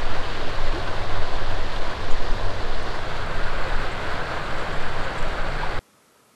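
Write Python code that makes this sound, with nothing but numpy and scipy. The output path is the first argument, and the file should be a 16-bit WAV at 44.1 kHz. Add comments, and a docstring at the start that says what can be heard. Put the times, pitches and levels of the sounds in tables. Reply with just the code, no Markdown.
"""A shallow creek rushes over rocks, heard from the bank and, after about 3 s, from nearer the water.
Countless small bubbles, each a resonating pocket of air, make the rush; a few plops, ticks of spray and
thin, high chirps stand out. Wind presses on the microphone over a deep roll of water and a wavering hum.
Near the end the sound cuts to a much quieter spot with a far trickle and faint hiss."""
import sys
import numpy as np
from scipy import signal
from scipy.fft import rfft, irfft, next_fast_len
from scipy.io import wavfile
from scipy.ndimage import uniform_filter1d

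SR = 44100
rng = np.random.default_rng(int(sys.argv[2]) if len(sys.argv) > 2 else 0)


def store_pcm(level_fs):
    """Save levels as 16-bit WAV."""
    pcm = np.round(np.clip(level_fs, -1, 1) * 32767).astype(np.int16)
    wavfile.write(sys.argv[1], SR, np.atleast_2d(pcm).T)


N = 280022

# Listening position: (time [s], nearness [0 bank to 1 waterside])
NEARNESS_CURVE = [(0, 0.22), (2.95, 0.015), (3.2, 0.68), (5.8, 0.86)]
# Loudness of the rush: (time [s], level [dB])
RUSH_LEVEL = [(0, -31.5), (.9, -32), (2.7, -32.5), (3.2, -31.5), (4.0, -30.5), (5.25, -31), (5.8, -31)]
# Emphasis of the rush around 3 kHz: (time [s], gain [dB])
FIZZ_GAIN = [(0, 1), (1.6, 0), (2.6, -1.3), (3.3, -0.5), (4, 0.5), (5.8, 0)]
# Spectrum of the rush at each position: (frequency [Hz], relative density [dB])
RUSH_BANK_SPECTRUM = [(260, -64.5), (380, -63.5), (680, -60.5), (830, -66), (1020, -61.5), (1250, -67.5),
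                      (1600, -66), (2280, -74), (3500, -73.5), (4650, -76.5), (5020, -82), (6400, -89.5),
                      (7100, -91), (10500, -102.4), (15000, -114)]
RUSH_NEAR_SPECTRUM = [(270, -66.5), (540, -60.5), (1100, -63.5), (1520, -59.5), (1840, -68.5), (2020, -66),
                      (2250, -70.5), (3400, -76), (4640, -78.5), (4880, -85), (6500, -93.5), (7350, -90.5),
                      (10500, -102), (15000, -113)]
# Bubble plops and, at 7-8.5 kHz, thin chirps, perhaps distant birds:
# (time [s], level [dB], start frequency [Hz], glide [ratio], duration [s])
PLOPS_AND_CHIRPS = [(0.735, -30.5, 296, 1.47, 0.086), (0.874, -32.5, 1557, 0.96, 0.037),
                    (0.927, -30.5, 1198, 1.1, 0.016), (1.015, -40, 2240, 1.04, .024),
                    (1.762, -30, 3070, 1.35, 0.0076), (2.107, -47, 7100, 0.95, .024),
                    (2.312, -42, 5930, 0.77, 0.0089), (2.825, -54, 8400, 1.03, .015),
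                    (3.355, -51, 7950, 1.03, .009), (3.438, -36, 3640, 1.2, 0.0072),
                    (3.913, -50, 7200, 1.2, .024), (4.208, -28.5, 1470, 1.15, 0.016),
                    (4.461, -37, 3700, 0.98, .008), (4.59, -53, 7300, 1.1, .03),
                    (4.728, -53, 7600, 0.95, .035), (5.035, -51.5, 7440, 0.98, .032),
                    (5.172, -53, 8500, 1, .03), (5.18, -49, 7600, 0.94, .036),
                    (5.485, -58, 7900, 0.96, .035), (5.598, -30, 1600, 0.99, 0.015),
                    (5.632, -23, 860, 1.27, 0.0154), (5.583, -37, 1520, 0.95, .012),
                    (5.663, -30, 740, 0.97, 0.012)]
# Ticks of spray: (time [s], peak level [dB])
SPRAY_EVENTS = [(3.263, -44), (3.436, -42), (4.0028, -39), (4.5819, -40), (4.5964, -41), (4.628, -43),
                (4.7251, -42), (4.8075, -44), (4.866, -45), (5.1037, -43), (5.1377, -39), (5.2255, -36),
                (5.2835, -44), (5.3314, -44), (5.371, -42), (5.4202, -43), (5.4685, -45), (5.5634, -46)]
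# Gusts of wind: (time [s], level [dB])
WIND_LEVEL = [(0, -13.5), (.06, -10.5), (.25, -19), (.55, -16), (.72, -12.5), (.88, -20), (1.05, -13.5),
              (1.45, -13), (1.75, -16), (1.95, -20), (2.2, -8.5), (2.45, -12), (2.55, -23), (2.7, -15),
              (3.0, -18), (3.2, -23), (3.35, -17), (3.82, -15.5), (3.95, -24), (4.2, -23.5), (4.4, -30.5),
              (4.55, -19), (4.7, -21.5), (4.85, -16.5), (5.15, -21), (5.35, -18), (5.6, -21), (5.79, -20.5)]
# Spectrum of the wind pressure at each position: (frequency [Hz], relative density [dB])
WIND_BANK_SPECTRUM = [(1, -34), (6.5, -24), (10, -28), (17, -36), (24, -48), (34, -59)]
WIND_NEAR_SPECTRUM = [(1, -46), (5.5, -35), (10, -28.5), (17, -35), (24, -43), (34, -52)]
# Spectrum of the water's deep roll at each position: (frequency [Hz], relative density [dB])
ROLL_BANK_SPECTRUM = [(32, -50), (48, -52), (75, -55.5), (108, -57), (125, -68.5), (200, -64.5)]
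ROLL_NEAR_SPECTRUM = [(32, -76), (44, -49), (60, -59), (100, -60), (155, -58), (200, -60)]
# Tones of the hum at each position: (frequency [Hz], bandwidth [Hz], relative level [dB])
HUM_BANK_TONES = [(55.8, 13, -45.5), (111.4, 5.8, -47.5)]
HUM_NEAR_TONES = [(85.7, 15.3, -42.5), (123.4, 8.5, -47), (147, 8.4, -45)]
# Swells of the strongest low tone: (time [s], level [dB])
DRONE_LEVEL = [(0, -33), (.25, -47), (.5, -39.5), (.7, -42.5), (.86, -35.5), (1.2, -34), (1.3, -54),
               (1.53, -32.5), (1.75, -54), (2.05, -36), (2.15, -51), (2.47, -33.5), (2.75, -42),
               (2.95, -59), (3.2, -37), (3.3, -54), (3.7, -51), (3.81, -34), (3.95, -57)]
# Spectrum of the quiet spot: (frequency [Hz], relative density [dB])
QUIET_SPECTRUM = [(35, -108), (90, -94.5), (130, -91), (200, -87.5), (330, -92), (420, -89.5), (730, -94),
                  (1100, -94.5), (1290, -89), (1500, -97), (2200, -100), (4000, -103), (12600, -105),
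                  (12900, -145)]


def rush(froth_share=0.25, patch_db=0.54, surge_db=0.53, spray_db=0.9, drift_db=0.3):
    """Incoherent sources add in power: froth and far hiss merge, coloured by the listening position."""
    water = crossfade(rng.standard_normal(N), froth(), froth_share)
    hz, t, spectrum = signal.stft(water, SR, nperseg=512, noverlap=384)
    near = follow(NEARNESS_CURVE, t)
    bank_db, near_db = spectrum_db(RUSH_BANK_SPECTRUM, hz), spectrum_db(RUSH_NEAR_SPECTRUM, hz)
    colour = gain_of(np.outer(bank_db, 1 - near) + np.outer(near_db, near))
    colour /= np.sqrt(np.mean(colour ** 2, axis=0))  # equal power at every position
    patches = random_patches(spectrum.shape, bins=8, frames=24)
    surges = random_drift(len(t), frames=9)  # shared by all frequencies
    treble_db = spray_db + drift_db * random_drift(len(t), frames=50)
    treble_band = 1 / (1 + (5500 / (hz + 1)) ** 6)
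    fizz_band = 1 / (1 + (np.log((hz + 1) / 3000) / 0.26) ** 4)
    level_db = follow(RUSH_LEVEL, t) + patch_db * patches + surge_db * surges
    level_db += np.outer(treble_band, treble_db) + np.outer(fizz_band, follow(FIZZ_GAIN, t))
    return signal.istft(spectrum * colour * gain_of(level_db), SR, nperseg=512, noverlap=384)[1][:N]


def froth(base_rate=5000, cycles=6.24, spread_db=3.8, sizes=36):
    """Superposition: bubbles of many sizes ring at random times and sum to a broad, flat spectrum."""
    out = np.zeros(N)
    for hz in np.geomspace(220, 15000, sizes):
        births = rng.random(N) < base_rate * np.sqrt(hz / 2000) / sizes / SR  # small ones are commoner
        strength_db = spread_db * min(hz / 3000, 1) ** 0.43 * np.minimum(rng.exponential(1, N), 2.2)
        ring = gliding_tone(hz * 0.9034, glide=1.204, seconds=cycles / hz)
        out += np.sqrt(hz) * unit_rms(signal.oaconvolve(gain_of(strength_db) * births, ring)[:N])
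    return unit_rms(out)


def gliding_tone(hz, glide, seconds, taper=2):
    """A resonance that glides in pitch, as an air pocket's does when it rises toward the surface."""
    length = max(round(seconds * SR), 8)
    progress = np.arange(length) / length
    turns = np.cumsum(hz * glide ** progress) / SR
    envelope = abs(np.sin(np.pi * progress ** .5)) ** taper  # fast swell, slower fade
    return np.sin(2 * np.pi * turns) * envelope


def plops_and_chirps():
    """Resonant bubble plops and thin, high chirps; noise modulation adds flutter to the higher tones."""
    out = np.zeros(N)
    for start, db, hz, glide, seconds in PLOPS_AND_CHIRPS:
        tone = gliding_tone(hz, glide, seconds, taper=0.49)
        flutter = unit_rms(np.convolve(rng.standard_normal(4500), np.hanning(72), "valid"))
        flutter_share = np.clip((hz - 1500) / 8000, 0, 1)
        add(out, start, gain_of(db) * tone * crossfade(1, flutter[:len(tone)], flutter_share))
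    return out


def spray(t60_s=0.021):
    """A brief splash has a broad spectrum: each tick is a bright puff of exponentially decaying noise."""
    out, t = np.zeros(N), np.arange(600) / SR
    band = signal.butter(3, [4200, 10000], "band", fs=SR, output="sos")
    tilt = signal.butter(1, 3500, fs=SR, output="sos")  # favours the low edge of the band
    for start, db in SPRAY_EVENTS:
        puff = rng.standard_normal(len(t)) * gain_of(-60 * t / t60_s)
        tick = signal.sosfilt(np.vstack([band, tilt]), puff)
        add(out, start, gain_of(db) * tick / abs(tick).max())
    return out


def wind():
    """Moving air exerts a slowly fluctuating pressure on the microphone, largely infrasonic."""
    pressure = at_listener(coloured_noise(WIND_BANK_SPECTRUM), coloured_noise(WIND_NEAR_SPECTRUM))
    return gain_of(follow(WIND_LEVEL, np.arange(N) / SR)) * steadied(pressure, 0.26)


def rumble(roll_balance_db=-37.5, gain_db=-35.5):
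    """The water's deep roll and the hum superpose and share one envelope."""
    roll = at_listener(coloured_noise(ROLL_BANK_SPECTRUM), coloured_noise(ROLL_NEAR_SPECTRUM))
    tones = at_listener(hum(HUM_BANK_TONES), hum(HUM_NEAR_TONES))
    return gain_of(gain_db) * steadied(unit_rms(gain_of(roll_balance_db) * roll + tones), 0.27)


def hum(tones):
    """Narrow-band noise is heard as a tone that wavers in level and pitch."""
    out, t = np.zeros(N), np.arange(N) / SR
    for hz, width_hz, db in tones:
        pole = np.exp(-np.pi * width_hz / SR)
        lowpass = [1 - pole], [1, -pole]
        slow = signal.lfilter(*lowpass, signal.lfilter(*lowpass, rng.standard_normal((2, N))))
        tone = (slow[0] + 1j * slow[1]) * np.exp(2j * np.pi * hz * t)
        out += gain_of(db) * unit_rms(tone.real)
    return out


def drone(hz=93.3, width_hz=4.5):
    """Amplitude modulation: the strongest low tone comes and goes, then dies out near the water."""
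    tone = steadied(hum([(hz, width_hz, 0)]), 0.12)
    return gain_of(follow(DRONE_LEVEL, np.arange(N) / SR, right=-90)) * tone


def quiet_spot(level_db=-58, patch_db=1.4):
    """A noise floor of still air, a far wavering trickle and the hiss of the microphone."""
    hz, _, spectrum = signal.stft(coloured_noise(QUIET_SPECTRUM), SR, nperseg=1024, noverlap=768)
    trickle_band = 1 / (1 + (hz[:, None] / 1800) ** 4)
    spectrum *= gain_of(patch_db * trickle_band * random_patches(spectrum.shape, bins=6, frames=6))
    return gain_of(level_db) * signal.istft(spectrum, SR, nperseg=1024, noverlap=768)[1][:N]


def at_listener(bank, near):
    """The listening position sets the share of power from bank and waterside."""
    return crossfade(bank, near, follow(NEARNESS_CURVE, np.arange(N) / SR))


def crossfade(first, second, share):
    """Square-root weights conserve the power of uncorrelated signals."""
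    return np.sqrt(1 - share) * first + np.sqrt(share) * second


def coloured_noise(points):
    """Spectral shaping of white noise, scaled to unit rms."""
    size = next_fast_len(N)
    gains = gain_of(spectrum_db(points, np.fft.rfftfreq(size, 1 / SR)))
    return unit_rms(irfft(rfft(rng.standard_normal(size)) * gains, size)[:N])


def spectrum_db(points, hz):
    """Interpolation in log frequency, with a roll-off beyond the end points."""
    freqs, db = np.transpose(points)
    knots_hz = np.r_[freqs[0] / 2, freqs, freqs[-1] * 2, SR]
    knots_db = np.r_[db[0] - 30, db, db[-1] - 30, -200]
    return np.interp(np.log(hz + .1), np.log(knots_hz + .1), knots_db)


def steadied(x, seconds):
    """Compression by the running power softens chance swells."""
    power = abs(uniform_filter1d(x ** 2, round(seconds * SR)))
    return x / np.sqrt(power + .2)


def random_drift(length, frames):
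    """A moving average of noise varies slowly."""
    return unit_rms(uniform_filter1d(rng.standard_normal(length), frames))


def random_patches(shape, bins, frames):
    """Smoothing correlates noise across frequency and time."""
    bands = uniform_filter1d(rng.standard_normal(shape), bins, axis=0)
    return unit_rms(uniform_filter1d(bands, frames, axis=1))


def gain_of(db):
    return 10 ** (np.asarray(db) / 20)


def unit_rms(x):
    return x / np.sqrt(np.mean(x ** 2) + 1e-20)


def follow(curve, t, right=None):
    return np.interp(t, *np.transpose(curve), right=right)


def add(mix, start_s, sound):
    part = mix[round(start_s * SR):][:len(sound)]
    part += sound[:len(part)]


def scene(cut_s=5.7918, fade_s=0.0004):
    """Sound pressures at the creek add linearly, until the cut to the quiet spot."""
    creek = rush() + plops_and_chirps() + spray() + wind() + rumble() + drone()
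    after_cut = np.clip((np.arange(N) / SR - cut_s) / fade_s + 1, 0, 1)
    return ((1 - after_cut) * creek + after_cut * quiet_spot())[None]


def record(dry):
    """A linear-phase low-pass filter limits the band to 15.75 kHz."""
    taps = signal.firwin(511, 15750, window=("kaiser", 9), fs=SR)
    mirrored = np.pad(dry, ((0, 0), (255, 255)), "reflect")  # so the filter starts settled
    return signal.oaconvolve(mirrored, taps[None], "valid")


dry = scene()
out = record(dry)
store_pcm(out)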